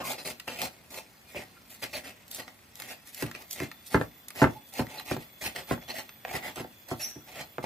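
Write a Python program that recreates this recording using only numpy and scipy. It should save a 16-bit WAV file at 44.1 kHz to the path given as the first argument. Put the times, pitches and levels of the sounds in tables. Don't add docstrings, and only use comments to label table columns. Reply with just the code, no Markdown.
import sys
import numpy as np
from scipy import signal
from scipy.fft import rfft, irfft, next_fast_len
from scipy.io import wavfile
from scipy.ndimage import uniform_filter1d

SR = 44100
rng = np.random.default_rng(int(sys.argv[2]) if len(sys.argv) > 2 else 0)


def unload_wav(signal):
    wavfile.write(
        sys.argv[1],
        SR,
        np.round(np.clip(np.atleast_2d(signal).T, -1, 1) * 32767).astype(np.int16),
    )


N = 337466
TIME = np.arange(N) / SR


def amp(db):
    return 10 ** (np.asarray(db) / 20)


def unit(x):
    return x / np.sqrt(np.mean(x ** 2) + 1e-20)


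def steady(x):
    return x / np.sqrt(abs(uniform_filter1d(x ** 2, size=2600)) + 1e-12)


def value_at(table, hz):
    freqs, values = np.transpose(table)
    return np.interp(np.log(hz + 1), np.log(freqs), values)


def curves(table):
    times, *columns = np.transpose(table)
    return [np.interp(TIME, times, column) for column in columns]


def add(mix, start_s, sound):
    part = mix[max(round(start_s * SR), 0):][:len(sound)]
    part += sound[:len(part)]


def shape(x, gain):
    size = next_fast_len(x.shape[-1] + 4096)
    return irfft(rfft(x, size) * gain(np.fft.rfftfreq(size, 1 / SR)), size)[..., :x.shape[-1]]


def wander(rate_hz):
    knots = np.arange(0, TIME[-1] + 1, 1 / (2 * rate_hz))
    return unit(np.interp(TIME, knots, rng.standard_normal(len(knots))))


# freq_hz, likeness
LIKENESS = [(60, .93), (300, .8), (640, .4), (1400, 0), (15000, 0)]
def diffuse(pair):
    same = lambda f: np.clip(value_at(LIKENESS, f), -1, 1)
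    right = shape(pair[0], same) + shape(pair[1], lambda f: np.sqrt(1 - same(f) ** 2))
    return np.array([pair[0], right])


# freq_hz, level_db
YARD_SPECTRUM = [(20, -50), (40, 2), (65, 7.5), (108, 8.5), (160, 5.5), (230, 10), (290, 4), (400, 0),
                 (640, -0.5), (1050, -1), (2400, -7.5), (5000, -12), (9000, -20), (15500, -102)]
def yard(level_db=-60):
    air = shape(diffuse(rng.standard_normal((2, N))), lambda f: amp(value_at(YARD_SPECTRUM, f)))
    return unit(air) * amp(level_db + 0.8 * wander(rate_hz=2.9))


# time_s, pitch_hz, level_db
WHINE_PATH = [(0, 13500, -61), (.9, 13400, -77), (1.7, 14000, -68), (2.7, 13300, -75), (3.25, 13400, -62),
              (3.6, 14170, -62), (4.5, 13680, -61.5), (5.6, 13700, -57.5), (7.65, 13560, -62)]
def whine(width_hz=18, haze_hz=330, haze_db=-4, low_width_hz=60, low_db=-6, waver_db=1.5):
    hz, db = curves(WHINE_PATH)
    phase = 2 * np.pi * np.cumsum(hz) / SR
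    band = lambda angle, width: wander(width) * np.cos(angle) + wander(width) * np.sin(angle)
    low_gain = amp(low_db + waver_db * wander(rate_hz=3))
    sides = []
    for _ in range(2):
        high = band(phase, width_hz) + amp(haze_db) * band(phase, haze_hz)
        sides.append(high + low_gain * band(phase / 4, low_width_hz))
    return amp(db) * np.array(sides)


# time_s, pitch_hz, level_db
CHIRP_PATH = [(6.995, 5830, -50), (7.015, 5760, -36.5), (7.032, 5510, -33), (7.046, 5780, -28.5),
              (7.06, 5900, -35.5), (7.09, 5900, -48), (7.115, 5900, -62)]
def chirp(rough_hz=140, octave_db=-7, gain_db=1):
    hz, db = curves(CHIRP_PATH)
    phase = 2 * np.pi * np.cumsum(hz + rough_hz * wander(rate_hz=320)) / SR
    sounding = (TIME > CHIRP_PATH[0][0]) & (TIME < CHIRP_PATH[-1][0])
    return sounding * amp(db + gain_db) * (np.sin(phase) + amp(octave_db) * np.sin(2 * phase))


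# freq_hz, fade_s
ECHO_FADES = [(80, 0.27), (210, 0.095), (560, 0.22), (1500, 0.13), (4000, 0.15), (12000, 0.19)]
# freq_hz, level_db
ECHO_LEVELS = [(100, -3.5), (500, -7.5), (1500, -6.5), (4000, -10.5), (12000, -17.5)]
def echoes(x, stretch=1.0, delay_s=0.005):
    noise = diffuse(rng.standard_normal((2, SR // 2)))
    hz, t, spectrum = signal.stft(noise, SR, nperseg=128)
    fade_s = stretch * value_at(ECHO_FADES, hz)[:, None]
    fade = amp(value_at(ECHO_LEVELS, hz)[:, None] - 60 * t / fade_s)
    fade *= np.sqrt(2 * np.log(1000) / (fade_s * SR))
    tail = signal.istft(spectrum * fade, SR, nperseg=128)[1]
    tail = np.pad(tail, ((0, 0), (round(delay_s * SR), 0)))
    return signal.fftconvolve(x[None], tail, axes=1)[:, :N]


# freq_hz, phase_rad
PHASE_SPREAD = [(100, .08), (500, .22), (1000, .55), (2000, .65), (4000, .85), (14000, .85)]
def reflections(x, colour_db=1.48, left_db=-1.55, right_db=-0.5):
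    hz, _, spectrum = signal.stft(x, SR, nperseg=256, noverlap=192)

    def patches():
        noise = uniform_filter1d(rng.standard_normal(spectrum.shape), size=4, axis=0)
        return unit(uniform_filter1d(noise, size=40, axis=1))

    spectrum = spectrum * amp(colour_db * patches() * np.minimum(hz / 2000, 1)[:, None])
    turn = np.exp(1j * value_at(PHASE_SPREAD, hz)[:, None] * patches())
    pair = np.array([amp(left_db) * spectrum * turn, amp(right_db) * spectrum / turn])
    return signal.istft(pair, SR, nperseg=256, noverlap=192)[1][:, :N]


def drift(pair, drift_db=1.5):
    pan_db = drift_db * (TIME / TIME[-1] - 1 / 2)
    return pair * amp(np.array([-pan_db, pan_db]) / 2)


# time_s, distance
MIC_PATH = [(0, 0.24), (2, 0.62), (3.5, 0.92), (5.5, 0.73), (6.6, 0.96), (7.65, 0.34)]
def mic_distance():
    return np.clip(curves(MIC_PATH)[0], 0, 1)


# middle_s, pitch_hz, level_db, half_length_s
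SQUEALS = [(0.043,1068,-39,0.028), (0.107,790,-30.5,0.0046), (0.484,2650,-30,0.0025),
           (1.368,601,-36,0.0098), (1.372,2540,-36.5,0.014), (1.577,1390,-53,0.0081),
           (1.836,4600,-34.5,0.0047), (1.953,4430,-35.5,0.012), (1.958,598.5,-32,0.0041),
           (4.57,830,-45,0.015), (4.99,4120,-36.5,0.0078), (5.907,4230,-34,0.0094), (5.945,620,-35,0.0044),
           (6.301,2260,-37.5,0.006), (6.356,1967,-30,0.0085), (6.461,2027,-38.5,0.024)]
def squeals(pitch_shake=0.0575):
    out, t = np.zeros(N), np.linspace(-0.07, 0.07, round(0.14 * SR))
    for middle_s, hz, db, half_s in SQUEALS:
        jitter = unit(uniform_filter1d(rng.standard_normal(len(t)), size=70))
        phase = 2 * np.pi * np.cumsum(hz * (1 + pitch_shake * jitter)) / SR
        tone = amp(db) * np.exp(-(t / half_s) ** 2 / 2) * np.sin(phase)
        add(out, middle_s + t[0], tone[middle_s + t >= 0])
    return out


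def strike(tones, t, uneven_db):
    hz, db, fade_s = np.transpose(tones)[:, :, None]
    spot_db = uneven_db * rng.standard_normal(hz.shape)
    hz = hz * (1 + 0.025 * rng.standard_normal(hz.shape))
    sign = rng.choice([-1, 1], hz.shape)
    return np.sum(sign * amp(db + spot_db - 60 * t / fade_s) * np.sin(2 * np.pi * hz * t), 0)


def rocking_blow(t, rocking, first_gap_s=0.0029, slowing=1.2, force=0.59, fade_s=0.07):
    chatter = 0.14 * rng.standard_normal(len(t)) * (rng.random(len(t)) < 0.05)
    contact = chatter * np.exp(-t / 0.011)
    for turn, delay_s in enumerate(np.cumsum(first_gap_s * slowing ** np.arange(6))):
        contact[round(delay_s * SR)] += force * (-1) ** turn * np.exp(-delay_s / fade_s)
    contact *= rocking
    contact[0] = 1
    return contact


# pitch_hz, level_db, fade_s (to fall 60 dB)
BENCH_TONES = [(57.6, -12, 0.099), (79, -9.5, 0.094), (113.2, -1.5, 0.15), (149.6, 1.5, 0.076),
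               (195, 0, 0.059), (235.5, -5, 0.17), (281.8, -0.5, 0.089), (319, 4.5, 0.058),
               (363.4, 5, 0.058), (444, -1.5, 0.052)]
# pitch_hz, level_db, fade_s (to fall 60 dB)
CLACK_TONES = [(514, -1, 0.044), (632, -1.5, 0.038), (800, 3.5, 0.028), (848, 3, 0.018), (979, 6.5, 0.0097),
               (1147, -5, 0.044), (1366, 5, 0.014), (1572, 3.5, 0.023), (1813, 2.5, 0.031),
               (2030, 0.5, 0.044), (2250, -3.5, 0.032), (2660, -1, 0.018)]
# start_s, clack_db, thud_db, brightness_hz, rocking (0 to 1)
KNOCKS = [(0.478,-31.5,-44.5,775,0.15), (1.346,-39.5,-42,910,0), (1.364,-43,-37.5,550,0.5),
          (3.224,-28,-25.5,1500,0.2), (3.241,-38,-32,650,0.5), (3.602,-31,-31,1300,0.25),
          (3.617,-34.5,-28,630,1), (3.9452,-12,-14.5,1070,0.51), (3.997,-38,-29,500,.5),
          (4.0131,-20.5,-45,1010,0.03), (4.4176,-11,-11,850,1), (4.442,-14,-35,1150,0.2),
          (4.453,-30,-20.5,600,0.3), (4.472,-31,-40,720,0), (4.793,-22.5,-20,676,0.95),
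          (5.113,-23.5,-23.5,800,0.1), (5.166,-28.5,-34.5,880,0), (5.7093,-21.5,-21,980,0.76),
          (5.778,-40,-56,800,0), (6.250,-29,-67,606,0), (6.342,-31.5,-31,850,0.8), (6.577,-37,-40,765,.7),
          (6.598,-37,-32,760,1), (6.645,-35.5,-43.5,507,0.17), (6.914,-27,-26.5,800,0.65),
          (7.158,-46,-37,500,1), (7.5829,-25.5,-34.5,530,0.05), (7.641,-25.5,-43,524,0.45)]
def knocks(brighten=1.36, grit_db=-17, grit_band_hz=(1100, 3476), give_s=0.0011, bench_lag_s=0.0025):
    out, t = np.zeros(N), np.arange(SR // 3) / SR
    grit_filter = signal.butter(2, grit_band_hz, "bandpass", fs=SR)
    for start_s, clack_db, thud_db, brightness_hz, rocking in KNOCKS:
        contact = rocking_blow(t, rocking)
        cushion = signal.butter(2, brighten * brightness_hz, fs=SR)
        dulled = signal.lfilter(*cushion, contact)
        clack = signal.fftconvolve(dulled, strike(CLACK_TONES, t, uneven_db=1.6))[:len(t)]
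        crunch = signal.lfilter(*grit_filter, contact)
        clack = unit(clack) + amp(grit_db) * unit(crunch)
        thud = strike(BENCH_TONES, t, uneven_db=1.0) * (1 - np.exp(-t / give_s))
        add(out, start_s, amp(clack_db) * clack / np.std(clack[:500]))
        add(out, start_s + bench_lag_s, amp(thud_db) * thud / np.std(thud[:1000]))
    return out


# freq_hz, level_db
PULP_SPECTRUM = [(1500, -39), (3500, -0.5), (5500, -3), (7500, -2), (9500, -3), (12000, -0.5), (14000, -2),
                 (15500, -5.5)]
def fizz(x):
    return shape(x, lambda f: amp(value_at(PULP_SPECTRUM, f)))


# start_s, snap_db, ring_db
CRACKS = [(0.3989, -33.5, -40.5), (0.4793, -33.5, -41), (0.617, -21.5, -32), (1.437, -46, -54),
          (1.8259, -37, -48), (1.8394, -30, -37), (2.2802, -40.5, -87), (2.314, -27.5, -77),
          (2.3475, -26, -70), (2.7555, -34.5, -75), (2.48, -55, -43.5), (2.8, -29, -41),
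          (2.821, -30, -42.5), (3.073, -40, -52), (3.1464, -29.5, -60), (3.1777, -41, -61),
          (3.2243, -25.5, -37), (3.264, -36, -48), (3.3134, -38, -40), (3.3498, -54, -37.5),
          (3.51, -23.5, -70), (3.5303, -25, -68), (3.6015, -34, -34), (3.715, -48, -39.5),
          (4.284, -28, -52), (4.3049, -35, -43.5), (4.7381, -33.5, -60), (4.868, -44, -44),
          (4.9975, -32.5, -38), (5.168, -36, -58), (5.5615, -36, -33), (6.0923, -44, -43.5),
          (6.2501, -51, -37), (6.559, -34, -42), (6.887, -35, -72)]
def cracks(snap_s=0.0028, snap_gain_db=-5, ring_gain_db=-2):
    out, t = np.zeros(N), np.arange(2048) / SR
    for start_s, snap_db, ring_db in CRACKS:
        burst = rng.standard_normal(len(t)) * np.exp(-t / snap_s)
        snap = fizz(burst)
        ring = sum(amp(db) * resonate(burst, hz, width) for hz, width, _, db in CLAY_TONES)
        add(out, start_s, amp(snap_db + snap_gain_db) * snap / np.std(snap[:88]))
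        add(out, start_s, amp(ring_db + ring_gain_db) * ring / np.std(ring[:441]))
    return out


def resonate(x, pitch_hz, width_hz):
    return signal.lfilter(*signal.iirpeak(pitch_hz, pitch_hz / width_hz, SR), x)


def bowl(x, tones, roam_db, spots_per_s):
    away, out = mic_distance(), np.zeros(N)
    spots = np.arange(0, TIME[-1] + 1, 1 / spots_per_s)
    for hz, width, above_db, far_db in tones:
        spot_db = roam_db * np.interp(TIME, spots, rng.standard_normal(len(spots)))
        drive = x * amp(above_db + away * (far_db - above_db) + spot_db)
        out += resonate(drive, hz, width)
    return out


def close_treble(x, boost=0.17, treble_hz=7100):
    treble = shape(x, lambda f: f ** 4 / (f ** 4 + treble_hz ** 4))
    return x + boost * (1 - mic_distance()) * treble


def grains(per_s, spread_db):
    size = amp(spread_db * np.minimum(rng.exponential(1, N), 4))
    return unit(size * rng.choice([-1, 1], N) * (rng.random(N) < per_s / SR))


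# start_s, length_s, grit_db, lean_db, pulp_db, build_db
PUSHES = [(0, 0.015, -50, 13.5, -68, -12), (0.035, 0.084, -33, -2, -35, 10.5),
          (0.175, 0.029, -42, -2, -48, -1), (0.246, 0.062, -40.5, -2, -42, -6),
          (0.471, 0.12, -45.5, -1.5, -52, -6), (0.58, 0.043, -38, -4.5, -41.5, 2.5),
          (0.609, 0.048, -38, 0.5, -39.5, -4.5), (0.898, 0.09, -43.5, 0.0, -42.5, 10.5),
          (1.266, 0.1, -54.5, -7, -55.5, 2), (1.349, 0.074, -45.5, -1.5, -55.5, -4),
          (1.69, 0.062, -56, -5.0, -49, -0.5), (1.816, 0.023, -33, -4.5, -39.5, 2.5),
          (1.925, 0.053, -39, -3, -41.5, -1.0), (2.034, 0.061, -43, -4.5, -51.5, 0.5),
          (2.301, 0.069, -50.5, -2, -40, 11), (2.374, 0.026, -37.5, -2.5, -44.5, 13),
          (2.468, 0.013, -51, 2, -64, 0), (2.758, 0.031, -62, -3, -51.5, -3.5),
          (2.783, 0.072, -48, -3.5, -48.5, 3.5), (2.866, 0.054, -40, -5, -43.5, 8),
          (3.049, 0.045, -56, -8, -49, 5.5), (3.117, 0.11, -38, -8.5, -39.0, 25),
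          (3.251, 0.032, -51, 4, -58, -0.5), (3.341, 0.013, -42, -1.5, -53.0, -3),
          (3.381, 0.043, -56.5, 5.5, -53, 0.5), (3.498, 0.037, -50.5, -5, -37, 10),
          (3.551, 0.092, -40, -4.5, -45, 5.5), (3.856, 0.016, -57, -9.0, -42, 2),
          (3.895, 0.05, -37.5, 0, -38.5, 19.5), (3.973, 0.059, -53, -2, -50.5, 3),
          (4.344, 0.083, -33, -1.5, -40.5, 14.5), (4.466, 0.099, -72, 13.5, -61, -9),
          (4.66, 0.043, -65, -12, -54.5, 2.0), (4.721, 0.078, -36, -2, -40, 16.5),
          (4.88, 0.12, -44, -0.5, -50.5, 6.5), (5.047, 0.079, -36, -1.5, -40.5, 16.5),
          (5.191, 0.041, -51, -1, -54.5, 2), (5.405, 0.062, -31, -4, -35, 12),
          (5.547, 0.056, -41, -1, -49, -1.5), (5.669, 0.056, -38, -3.5, -43, 9),
          (5.807, 0.023, -50.5, -1.5, -68, -2), (5.872, 0.034, -37.5, -1.5, -45, 12),
          (5.931, 0.06, -35, -5.5, -40.5, 15.5), (6.248, 0.069, -42.5, 3.5, -53, 13),
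          (6.324, 0.042, -35.5, 0, -40.5, 5.5), (6.42, 0.072, -40, -0.5, -47, 2.5),
          (6.557, 0.054, -46, 2.5, -49.5, -4), (6.875, 0.046, -43, 2, -47, 13),
          (6.99, 0.032, -41.0, -6.5, -40, -3), (7.027, 0.084, -53.5, -4, -49, -4),
          (7.262, 0.063, -54, -0.5, -55, -1.5), (7.322, 0.092, -38.5, -2, -49, 13),
          (7.621, 0.031, -42.5, 7.5, -52, 11)]
def pushes(lead_s=0.035, lead_db=-12, bite_s=0.012, release_db_per_s=443, drag_db=-16, drag_db_per_s=118):
    idle_db = [[-61.5], [-68], [-62]]
    power = np.ones((3, N)) * amp(idle_db) ** 2
    for start_s, length_s, grit_db, lean_db, pulp_db, build_db in PUSHES:
        touch_s = max(start_s - lead_s, 0)
        t = TIME[:SR // 2] + touch_s - start_s
        after = np.maximum(t - length_s, 0)
        release = np.maximum(amp(-release_db_per_s * after), amp(drag_db - drag_db_per_s * after))
        bite = np.clip(t / bite_s, 0, 1)
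        squeeze = np.maximum(bite, amp(lead_db) * np.minimum(1 + t / lead_s, 1))
        press_db = build_db * np.clip(t / length_s - 1, -1, 0)
        grit = bite * amp(grit_db + press_db)
        pulp = squeeze * amp(pulp_db + 0.56 * press_db)
        for layer, gain in zip(power, (grit, grit * amp(lean_db), pulp)):
            add(layer, touch_s, (release * gain) ** 2)
    return np.sqrt(power)


# pitch_hz, width_hz, above_db, far_db
CLAY_TONES = [(1368, 160, -4, -1.5), (1754, 580, -8, 3.5), (1903, 74, -4.5, 12), (2110, 120, 3.5, 6.5),
              (2406, 127, 5, 3.5), (2595, 62, 2, 3.5), (3050, 96, -12, -12), (3140, 430, -34, -19),
              (4100, 260, 0.5, -5), (4890, 66, -37, -2), (4770, 62, 9, -12)]
# pitch_hz, width_hz, above_db, far_db
HOLLOW_TONES = [(99, 46, -14, -2), (175, 100, -0.5, -10), (251, 60, -4.5, -4), (310, 21, -10, -2),
                (372, 140, -5.5, -7), (415, 64, -14, -17), (537, 156, 8, -6), (613, 50, 2.5, 2),
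                (706, 60, -10, -5), (766, 114, -2.5, 4.5), (1132, 75, -6, -4.5)]
def grinding(clay_db=-2, pulp_db=-0.5):
    scrape, lean, crush = pushes()
    slip = amp(1.3 * wander(rate_hz=143))
    grit = grains(per_s=3000, spread_db=1.0) * slip
    cells = grains(per_s=7200, spread_db=2.5) * slip
    clay = steady(bowl(grit, CLAY_TONES, roam_db=3.5, spots_per_s=14))
    hollow = steady(bowl(grit, HOLLOW_TONES, roam_db=3, spots_per_s=12))
    pulp = close_treble(steady(fizz(cells + 0.34 * grit)))
    return amp(clay_db) * scrape * clay + lean * hollow + amp(pulp_db) * crush * pulp


def scene(rub_db=0.5, knock_db=-5.5, chirp_db=1, chirp_echo_db=8):
    mortar = amp(rub_db) * (grinding() + squeals() + cracks()) + amp(knock_db) * knocks()
    squeak = chirp()
    mortar_echo = echoes(mortar)
    chirp_echo = amp(chirp_echo_db) * echoes(squeak, stretch=2.1)
    direct = reflections(mortar + amp(chirp_db) * squeak)
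    return drift(direct + mortar_echo) + chirp_echo + whine() + yard()


def record(dry, bass_hz=50, top_hz=15550):
    thinned = signal.sosfilt(signal.butter(3, bass_hz, "highpass", fs=SR, output="sos"), dry)
    treble_cut = signal.firwin(401, top_hz, window=("kaiser", 9), fs=SR)
    return signal.oaconvolve(thinned, treble_cut[None], "same")


dry = scene()
out = record(dry)
unload_wav(out)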